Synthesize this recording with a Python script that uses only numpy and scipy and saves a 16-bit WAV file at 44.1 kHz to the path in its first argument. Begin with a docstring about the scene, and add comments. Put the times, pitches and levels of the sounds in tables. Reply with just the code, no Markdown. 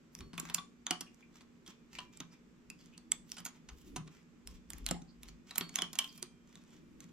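"""In a small room, hands move stitches with a pronged tool on the steel needle bed of a knitting machine.
Impacts of prongs, latches and needles click and excite the damped modes of the bed and frame.
Between them, yarn and fingers rub by stick-slip friction, and the weight of the hands rocks the machine.
A close stereo microphone hears the work with its reflections, over faint air noise and a steady hum."""
import sys
import numpy as np
from scipy import signal
from scipy.fft import rfft, irfft, next_fast_len
from scipy.io import wavfile
from scipy.ndimage import map_coordinates

SR = 44100
rng = np.random.default_rng(int(sys.argv[2]) if len(sys.argv) > 2 else 0)


def persist_wave(psi):
    """Save psi, clipped to +-1, as 16-bit WAV."""
    counts = np.round(np.clip(psi, -1, 1) * 32767).astype(np.int16)
    wavfile.write(sys.argv[1], SR, np.atleast_2d(counts).T)


N = 313992

# Levels are relative within each source; t60 is the time to decay by 60 dB.
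# steel impacts: (time [s], strength [dB], middle over low band [dB], top over middle band [dB],
# chatter t60 [s], cluster frequency [Hz], cluster share [0-1], knock level [dB])
IMPACTS = [(0.1513, -57.5, 8, -9, 0.0041, 6100, 0.2, -66), (0.189, -64, 9.5, -14, 0.0089, 5850, 0.8, -54),
           (0.2057, -53, -7, -19, 0.025, 2630, 0, -64), (0.332, -55.5, -6, -21, 0.18, 4220, 0.16, -47.5),
           (0.3782, -41.5, -8, -2, 0.031, 2470, 0.23, -51), (0.3976, -53.5, 14, -4.5, .018, 7050, 0.4, -50),
           (0.4277, -68, -5, 1, .038, 2610, 0, -47.5), (0.499, -46.5, -8.5, -2, .028, 3400, 0.05, -53),
           (0.5463, -40.5, 11.5, -6.5, 0.0034, 6900, 0, -51.5),
           (0.5814, -42.5, -24.5, -0.5, 0.034, 3420, 0.65, -54),
           (0.8667, -39.5, 1.5, -22, 0.011, 6630, 0.8, -62),
           (0.9084, -32, -.5, -10, 0.019, 3080, 0.46, -43), (1.0085, -48.5, 6.5, -6, 0.03, 5840, 0.3, -49),
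           (1.145, -82.5, 14.5, -7, .005, 6660, .2, -70), (1.4078, -62.5, -5, -15, 0.044, 2480, 0, -80),
           (1.662, -57, -6, -22.5, 0.034, 3330, 1, -79), (1.6774, -57, 2, -11, 0.013, 6000, .55, -55.5),
           (1.986, -42, -11.5, -29.5, 0.032, 3010, 0.67, -69),
           (2.173, -70.5, 16, -12, .0033, 7460, 0.5, -78),
           (2.2029, -47.5, 1.5, -14.5, 0.017, 6380, 0.6, -47.5),
           (2.701, -50, 0, -6.5, .013, 2600, 0.94, -58), (2.9785, -58, 3.5, -16, 0.0051, 4290, .5, -76.5),
           (3.1187, -46, 15.5, -14.5, .008, 7830, .3, -65),
           (3.3187, -53, 11.5, -12, 0.0011, 5700, 0.53, -71.5),
           (3.368, -54, 0, -15, 0.044, 2900, 0.02, -70), (3.3816, -50.5, 1, -18, 0.057, 3060, 0.4, -63),
           (3.402, -59.5, -2, 1, 0.0176, 4720, 0.3, -54), (3.4525, -52.5, 10, -1.5, 0.0047, 6700, 1, -80.5),
           (3.4586, -48, 4, -3.5, 0.093, 6640, 0.7, -55.5), (3.6883, -53, -1.5, -19.5, 0.032, 6340, 1, -71),
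           (3.9614, -46, 4, -15, 0.047, 6500, 0.26, -44), (4.0751, -60.5, -3.5, -24, .04, 6980, 0.3, -58),
           (4.4735, -55, 6.5, -8.5, 0.0033, 5420, 0.34, -63),
           (4.7035, -53.5, 6, -0.5, 0.0062, 7430, 0.45, -59.5),
           (4.7336, -54, 3.5, -5, 0.0062, 6550, 0.8, -54), (4.7824, -66, 0.5, 9.5, 0.011, 7350, 0.1, -73),
           (4.8644, -38, 0, -6, 0.0017, 4100, 0.5, -73), (4.8892, -41.5, -8, 3, 0.0016, 7170, 0.3, -55.5),
           (4.9098, -43.5, 9.5, -14, .021, 7400, 0.6, -33.5),
           (4.9441, -56.5, -21, -6, .02, 2110, .6, -44.5),
           (5.0189, -67.5, 4.5, -15, 0.018, 6120, 0.8, -49.5),
           (5.2327, -55.5, -1.5, 3, 0.005, 3580, 0.1, -89), (5.2862, -57, -6, -3, 0.007, 4170, 0.43, -58.5),
           (5.5088, -46.5, -8.5, -10, .016, 3920, 0.57, -65), (5.5568, -46.5, 0, -3, 0.041, 6700, 0.4, -67),
           (5.5815, -40.5, 7, 5, 0.0043, 7400, 0.46, -50.5),
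           (5.6097, -38.5, -10.5, -13, 0.011, 3260, 0.2, -42),
           (5.6919, -56, 2.5, -9.5, 0.012, 6600, .4, -73.5),
           (5.7579, -38, 6.5, -7.5, 0.0011, 6610, 0.83, -78),
           (5.7868, -34.5, -9.5, -9, 0.016, 3300, 0.6, -51.5),
           (5.8206, -33.5, -2.5, -15, 0.0078, 3090, .6, -44), (5.931, -53, 6, -4, 0.033, 5460, 0, -61.5),
           (5.9542, -51.5, 4, -8, 0.028, 6500, 0.5, -70), (5.9881, -29, -1.5, -3.5, 0.023, 3066, 1, -80.5),
           (6.042, -43, -11, -2, 0.02, 3100, 1, -80), (6.1772, -64, 4.5, 2, 0.031, 5420, 0.5, -67),
           (6.2276, -48, 7, -7.5, 0.0035, 4910, 0.2, -65.5),
           (6.5553, -58.5, -2, -13.5, 0.0082, 3670, 0.67, -64),
           (7.0046, -62, 7.5, -7, 0.011, 6400, 0.47, -63)]
# low, middle and top band of a click: (lower edge [Hz], upper edge [Hz])
CLICK_BANDS = [(1800, 4800), (4800, 9300), (9300, 15000)]
# modes of the needle bed: (frequency [Hz], level [dB], t60 [s])
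BED_MODES = [(673, -2, .06), (729, 0.5, 0.047), (915, -16.5, .07), (984, 6, 0.035), (1057, -2.5, 0.25),
             (1139, -0.5, 0.2), (1272, 0.5, 0.14), (1444, 9.5, 0.026), (1478, -1, 0.04),
             (1790, -22.5, .035)]
# modes of the frame on its table: (frequency [Hz], level [dB], t60 [s])
FRAME_MODES = [(130.5, -3.5, 0.022), (170.4, 1.5, 0.25), (196, -7.5, 0.093), (248, 3.5, 0.069),
               (294, -3.5, 0.017), (364, -4.5, 0.061), (415.3, -11.5, 0.017), (500, -17.5, 0.02)]
# needles, prongs and plates left ringing: (time [s], frequency [Hz], level [dB], t60 [s])
RINGING_PARTS = [(.207, 4380, -62, 0.4), (.581, 1144, -42.5, 0.19), (.909, 727.5, -37.5, 0.17),
                 (.909, 345, -37.5, 0.12), (2.701, 2690, -52, 0.14), (3.119, 2180, -32, 0.019),
                 (3.119, 3280, -22, 0.0095), (3.119, 7800, -8, 0.0089), (3.119, 3480, -55.5, 0.23),
                 (1.987, 997, -48.5, 0.23), (3.963, 745, -46, 0.11), (3.963, 994, -39.5, 0.11),
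                 (3.967, 155.2, -39.5, 0.45), (2.203, 165, -47.5, 0.23), (.21, 99.4, -50.5, 0.34),
                 (4.912, 697, -30, 0.023), (4.913, 511, -39.5, 0.057), (4.912, 1270, -40.5, .059),
                 (5.609, 4445, -47, 0.43), (5.785, 1070, -39, 0.09), (5.988, 3200, -56.5, 0.97),
                 (5.988, 2320, -27, .03), (6.226, 353, -43.5, 0.11)]
# strokes of tool and yarn over the needles: (start [s], end [s], pressure [dB], brightness [dB])
RUB_STROKES = [(0.105, .23, -68.5, 18), (0.316, .562, -59.5, -10), (1.011, 1.256, -76, -10),
               (1.288, 1.451, -72, -3), (1.65, 1.72, -58, 0.5), (1.887, 2.079, -63.5, -2),
               (2.106, 2.216, -67, 2), (2.306, 2.357, -72, -10), (2.703, 2.99, -71.5, 1),
               (3.221, 3.44, -67.5, 12), (3.528, 3.59, -69, -8), (3.69, 3.95, -67.5, 14),
               (4.038, 4.26, -70.5, -7), (4.442, 4.6, -66.5, 5.5), (4.646, 4.899, -66.5, -2),
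               (5.204, 5.32, -63, 1), (5.446, 5.607, -61, 0), (5.694, 5.888, -55, -5),
               (5.88, 6.24, -63, 13.5), (6.418, 6.836, -67.5, -1.5), (6.967, 7.12, -69, -6)]
# three friction spectra: (frequency [Hz], level [dB])
SCRAPE = [(400, -30), (700, -7.5), (1100, 0), (1700, -5.5), (2200, -2.5), (3000, -19)]
RUB = [(1600, -30), (2400, -6.5), (3200, -1.5), (4200, -6.5), (6000, -.5), (7800, -2.5), (9500, -37),
       (12000, -41.5)]
FIZZ = [(7000, -28.5), (9000, -7.5), (12500, -1), (16500, 2)]
# modes of the idle needles: (frequency [Hz], level [dB], t60 [s])
NEEDLE_MODES = [(2370, -0.5, 1.2), (2485, -0.5, 0.98), (3480, -4.5, 1.1), (4470, -10.5, .6)]
# faint squeaks: (centre time [s], frequency [Hz], level [dB], half duration [s])
WHISTLES = [(1.074, 2620, -63.5, 0.014), (1.229, 2340, -58.5, 0.0077), (2.937, 2660, -64.5, 0.021),
            (4.957, 760, -51.5, 0.027), (5.098, 4600, -69, 0.033), (6.093, 4850, -54, 0.01),
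            (2.324, 5250, -68, 0.027), (2.807, 4770, -69.5, .04)]
# hands leaning on the machine: (centre time [s], duration [s], sway level [dB], rumble level [dB])
HAND_PUSHES = [(0.234, .2, -57, -54.5), (2.02, .2, -65, -63.5), (3.167, 0.27, -65.5, -66),
               (3.74, 0.16, -52.5, -67.5), (3.936, 0.24, -56.5, -50), (4.52, .2, -50, -66.5),
               (4.838, 0.4, -49, -63.5), (5.267, .34, -58, -79), (5.796, 0.39, -72, -59),
               (6.953, 0.97, -90, -61.5)]
# spectra of the pushed machine: (frequency [Hz], level [dB])
SWAY = [(12, -7.5), (25, -7), (48, 8.5), (70, -1), (100, -16.5), (160, -56)]
RUMBLE = [(90, -12), (130, -11.5), (160, 2), (200, 0), (270, -1.5), (330, -5.5), (450, -13.5),
          (700, -43.5)]
# level difference between the microphone ports: (frequency [Hz], left minus right [dB])
PORT_BALANCE = [(60, 0), (200, 0), (450, -4.5), (1200, -0.5), (2500, 1), (4500, -2), (8000, -4.5),
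                (14000, -10)]
# phase difference between the ports: (frequency [Hz], lag of the left [rad])
PORT_LAG = [(30, .3), (90, 0.27), (430, 1), (950, .3), (2500, 0.16), (5000, 1.35), (8000, 1.77),
            (16000, 2.7)]
# treble response of the microphone: (frequency [Hz], gain [dB])
MIC_RESPONSE = [(13500, -0.5), (15200, -9.5), (16500, -9)]
# reverberation time: (frequency [Hz], t60 [s])
REVERB_T60 = [(150, 0.73), (1000, 0.22), (3500, 0.21), (8000, 0.31), (15000, 0.04)]
# colour of the reverberation: (frequency [Hz], gain [dB])
REVERB_COLOUR = [(150, -6.5), (1000, 3.5), (3200, 7.5), (5200, 0), (8000, -7.5), (10000, -4.5),
                 (15000, 6.5)]
# spectrum of the room air: (frequency [Hz], level [dB])
AIR_SPECTRUM = [(15, -38.5), (25, -24), (55, -5), (100, -15), (160, -3.5), (230, -9), (310, -11),
                (420, -12.5), (700, -25), (1150, -20.5), (2600, -25), (4000, -31.5), (7700, -31),
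                (9300, -51), (13500, -43), (16000, -60.5)]
# left-right likeness of the air noise: (frequency [Hz], correlation [0-1])
AIR_COHERENCE = [(60, 1), (130, .74), (290, 0.34), (640, 1), (1410, 0.011), (3100, 0.13), (7000, 0.0047)]
# electric hum: (frequency [Hz], level [dB])
HUM_TONES = [(237.1, -65), (183, -76)]


def amp(db):
    """Amplitude ratio of a level in decibels."""
    return 10 ** (np.asarray(db) / 20)


def unit(x):
    """Power normalisation to rms 1."""
    return x / np.sqrt(np.mean(x ** 2) + 1e-20)


def burst(x, seconds):
    """Energy normalisation to that of rms 1 over the given time."""
    return x * np.sqrt(seconds * SR / (np.sum(x ** 2) + 1e-20))


def along(points, hz):
    """Interpolation of (frequency, value) points on a logarithmic axis."""
    frequencies, values = np.transpose(points)
    return np.interp(np.log(hz + 1), np.log(frequencies + 1), values)


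def wobble(rate):
    """Smooth random modulation: a spline through rate knots a second."""
    return map_coordinates(rng.standard_normal(int(N * rate / SR) + 4), [np.arange(N) * rate / SR])


def jitter(t, rate):
    """Jagged random modulation: straight lines through rate knots a second."""
    return map_coordinates(rng.standard_normal(len(t)), [np.arange(len(t)) / SR * rate], order=1)


def filtered(x, response):
    """Linear filtering: the spectrum is multiplied by a frequency response."""
    size = next_fast_len(N + SR // 2)
    return irfft(rfft(x, size) * response(np.fft.rfftfreq(size, 1 / SR)), size)[..., :N]


def coloured(x, spectrum):
    """Spectral shaping by (frequency, level) points, at rms 1."""
    return unit(filtered(x, lambda hz: amp(along(spectrum, hz))))


def band(x, edges, order=2):
    """Causal band-pass filtering between edges in Hz."""
    return signal.sosfilt(signal.butter(order, edges, "bandpass", fs=SR, output="sos"), x)


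def add(track, start_s, x):
    """Superposition of x on the track from start_s on."""
    i = max(round(start_s * SR), 0)
    x = x[..., :max(N - i, 0)]
    track[..., i:i + x.shape[-1]] += x


def ring(modes, t, scatter_db, attack_s):
    """Modal superposition: each blow lands elsewhere, giving the damped modes new strengths and signs."""
    hz, db, t60 = np.transpose(modes)[:, :, None]
    strength = amp(db + scatter_db * rng.standard_normal(hz.shape)) * rng.choice([-1, 1], hz.shape)
    partials = strength * amp(-60 * t / t60) * np.sin(2 * np.pi * hz * t)
    return np.sum(partials, 0) * (1 - np.exp(-t / attack_s))


def impacts(rows, lead_s=.008):
    """Impact excitation: each contact rings the bed, knocks the frame and clicks."""
    out, t = np.zeros(N), np.arange(SR // 3) / SR
    for time, strength, brightness, edge, t60, hz, share, knock_db in rows:
        # the firmer and longer the contact, the more the bed rings
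        bed_db = -58 + .99 * (strength + 50) + 1.53 * np.log2(t60 / .016)
        if hz < CLICK_BANDS[0][1]:  # energy held in a low ring of the struck part misses the bed
            bed_db += 10 * np.log10(1 - min(share, .9))
        add(out, time, amp(bed_db) * needle_bed(t) + amp(knock_db - 3) * frame_knock(t))
        band_levels = np.cumsum([strength, brightness, edge])
        add(out, time - lead_s, click(t[:SR // 10] - lead_s, band_levels, t60, hz, share))
    return out


def click(t, band_levels, t60, hz, share, slide_t60=.014, snap_t60=.0013, rise_s=.00035):
    """Contact transient: steel slides, snaps at t = 0 and chatters away in dense damped modes."""
    share = min(share, .85)
    after = np.maximum(t, 0)
    slide = (t < 0) * amp(-20 - 60 * np.abs(t) / slide_t60)
    rise = 1 - np.exp(-after / rise_s)
    snap = amp(6 - 60 * after / snap_t60)
    rebounds = amp(5.5 * jitter(t, rate=1000))
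    out = np.zeros(len(t))
    for edges, db, band_t60 in zip(CLICK_BANDS, band_levels, (t60, t60, .36 * t60)):
        chatter = rebounds * amp(-60 * after / band_t60)
        force = (slide + rise * (snap + chatter)) * rng.standard_normal(len(t))
        part = burst(band(force, edges, order=3), .01)
        if edges[0] <= hz < edges[1]:  # one cluster of modes stands out
            cluster = burst(band(force, (.94 * hz, 1.06 * hz)), .01)
            part = burst(np.sqrt(1 - share) * part + np.sqrt(share) * cluster, .01)
        out += amp(db) * part
    return out


def needle_bed(t, rattle_t60=.16, attack_s=.001):
    """Plate vibration: the struck bed rings in its modes while its loose needles rattle."""
    envelope = amp(-60 * t / rattle_t60) * (1 - np.exp(-t / attack_s))
    rattle = band(rng.standard_normal(len(t)) * envelope, (650, 1650))
    modes = ring(BED_MODES, t, scatter_db=2, attack_s=attack_s)
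    return burst(unit(modes) + unit(rattle), .02)


def frame_knock(t, bump_t60=.05):
    """Damped vibration: the hands damp the frame, so part of its knock is a bump without pitch."""
    bump = band(rng.standard_normal(len(t)) * amp(-60 * t / bump_t60), (140, 360), order=3)
    modes = ring(FRAME_MODES, t, scatter_db=3, attack_s=.002)
    return burst(unit(modes) + .7 * unit(bump), .03)


def latches(per_s=7.2, scatter_db=7.5, brightness_db=5.5, edge_db=-12.5, t60=.006, hz=6600, share=.25):
    """Random impacts: rows like IMPACTS for latches that flick in a stroke, firmest near its middle."""
    rows = []
    for start, end, pressure_db, _ in RUB_STROKES:
        for place, luck in rng.random((int((end - start) * per_s), 2)):
            arch_db = 20 * np.log10(np.sin(np.pi * place))
            db = pressure_db - 7 + scatter_db * (2 * luck - 1) + arch_db
            time = start + place * (end - start)
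            rows.append((time, db, brightness_db, edge_db, t60, hz, share, db - 1.5))
    return rows


def pings(attack_s=.00017):
    """Free vibration: a loosely held part rings at one pitch, and its seat makes the phase wander."""
    out, t = np.zeros(N), np.arange(SR) / SR
    for time, hz, db, t60 in RINGING_PARTS:
        phase = 2 * np.pi * hz * t + .7 * jitter(t, rate=90)
        envelope = amp(db - 60 * t / t60) * (1 - np.exp(-t / attack_s))
        add(out, time, envelope * np.sin(phase))
    return out


def rubbing(slips_per_s=130, slip_s=.0012, jerk_db=5, scrape_db=-8, rub_db=-3, fizz_db=-14):
    """Stick-slip friction: yarn and prongs drag jerkily over the needles, tiny slips on a soft hiss."""
    envelopes = np.zeros((3, N))
    for start, end, db, brightness in RUB_STROKES:
        levels = db + brightness * np.array([-.86, 0, 1])  # a bright stroke trades scrape for fizz
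        swell = signal.windows.tukey(int((end - start) * SR), .7)
        add(envelopes, start, amp(levels)[:, None] * swell)
    sizes = amp(4.5 * np.minimum(rng.exponential(size=N), 3.5))
    releases = (rng.random(N) < slips_per_s / SR) * sizes
    slips = signal.lfilter([1], [1, -np.exp(-1 / (slip_s * SR))], releases)
    texture = 1.1 * unit(slips * rng.standard_normal(N)) + rng.standard_normal(N)
    drag = texture * amp(jerk_db * wobble(45))
    layers = [coloured(drag, spectrum) for spectrum in (SCRAPE, RUB, FIZZ)]
    return np.sum(envelopes * amp([[scrape_db], [rub_db], [fizz_db]]) * layers, 0)


def idle_needles(drive, gain_db=-21):
    """Sympathetic resonance: free needles pick up the rubbing through the bed and ring on faintly."""
    response = ring(NEEDLE_MODES, np.arange(SR) / SR, scatter_db=.5, attack_s=.0072)
    return amp(gain_db) * signal.fftconvolve(drive, response / np.linalg.norm(response))[:N]


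def squeaks(gain_db=-1):
    """Narrow-band noise: soft whistles, the shorter ones broader in band and so rougher."""
    out = np.zeros(N)
    for centre, hz, db, half_s in WHISTLES:
        swell = np.hanning(int(2 * half_s * SR))
        spread_hz = min(12 / half_s, hz / 10)
        whistle = unit(band(rng.standard_normal(len(swell)), (hz - spread_hz, hz + spread_hz)))
        add(out, centre - half_s, amp(db + gain_db) * swell * whistle)
    return out


def leaning(sway_db=-2, rumble_db=-4):
    """Forced vibration: the weight of the hands rocks the machine and stirs its lowest resonances."""
    weight = amp([[-81.5], [-62]]) * np.ones(N)  # sway and rumble under resting hands
    for centre, duration, *levels in HAND_PUSHES:
        add(weight, centre - duration / 2, amp(levels)[:, None] * np.hanning(int(duration * SR)))
    sway = coloured(rng.standard_normal(N), SWAY)
    rumble = coloured(rng.standard_normal(N), RUMBLE)
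    return amp(sway_db) * weight[0] * sway + amp(rumble_db) * weight[1] * rumble


def reflections(x, count=7, gain_db=-13, first_s=.0004, last_s=.0056):
    """Early reflection: hands, bed and table return weak copies that vary with port and time."""
    out, size = np.zeros((2, N)), SR // 3
    for i in range(0, N, size):
        echoes = np.zeros((2, SR // 50))
        delays = (rng.uniform(first_s, last_s, (2, count)) * SR).astype(int)
        echoes[[[0], [1]], delays] = rng.standard_normal((2, count)) / np.sqrt(count)
        add(out, i / SR, signal.fftconvolve(x[None, i:i + size], echoes, axes=1))
    return amp(gain_db) * out


def ports(x):
    """Level and phase difference: the work lies to the right, so the left port hears it later, duller."""
    sides = np.array([[1], [-1]])

    def response(hz):
        gains = amp(sides * along(PORT_BALANCE, hz) / 2)
        return gains / np.sqrt(np.mean(gains ** 2, 0)) * np.exp(-.5j * sides * along(PORT_LAG, hz))
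    return filtered(x, response)


def reverberation(x, blocks=24, build_s=.00057):
    """Diffuse decay: the room answers with a noise tail, drawn anew for each block as the hands move."""
    out, size = np.zeros((2, N)), N // blocks + 1
    for i in range(0, N, size):
        hz, t, noise = signal.stft(rng.standard_normal((2, SR // 2)), SR, nperseg=256)
        fade = amp(-60 * t / along(REVERB_T60, hz)[:, None]) * (1 - np.exp(-t / build_s))
        tail = signal.istft(noise * fade, SR, nperseg=256)[1]
        tail /= np.linalg.norm(tail[0])
        add(out, i / SR, signal.fftconvolve(x[None, i:i + size], tail, axes=1))
    return filtered(out, lambda hz: amp(along(REVERB_COLOUR, hz)))


def room_air(level_db=-66.5):
    """Partial coherence: diffuse air noise is more alike at the two ports in the bass than the treble."""
    def response(hz):
        angle = np.arccos(along(AIR_COHERENCE, hz)) / 2
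        return amp(along(AIR_SPECTRUM, hz)) * [np.cos(angle), np.sin(angle)]
    mid, side = filtered(rng.standard_normal((2, N)), response)
    return amp(level_db) * unit(np.array([mid + side, mid - side])) * amp([[-.6], [.6]])


def electric_hum(waver_db=2.1):
    """Amplitude and phase modulation: two low tones waver a little, slightly to the right."""
    hum, t = np.zeros(N), np.arange(N) / SR
    for hz, db in HUM_TONES:
        amplitude = np.sqrt(2) * amp(db + waver_db * wobble(1.3))
        hum += amplitude * np.sin(2 * np.pi * hz * t + .5 * wobble(16))
    return hum * amp([[-1], [1]])


def scene(steel_room_db=-13, ping_room_db=-20, soft_room_db=-6):
    """Superposition of the direct handwork, its reflections and the background."""
    steel, ringing, rub = impacts(IMPACTS + latches()), pings(), rubbing()
    soft = rub + idle_needles(rub) + squeaks() + leaning()
    work = steel + ringing + soft
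    into_room = amp(steel_room_db) * steel + amp(ping_room_db) * ringing + amp(soft_room_db) * soft
    diffuse = reverberation(into_room)
    return ports(work + reflections(work)) + diffuse + room_air() + electric_hum()


def record(dry, limit_hz=16500):
    """Band limiting: the microphone's treble droops, then cuts off."""
    return filtered(dry, lambda hz: amp(along(MIC_RESPONSE, hz)) * (hz < limit_hz))


dry = scene()
out = record(dry)
persist_wave(out)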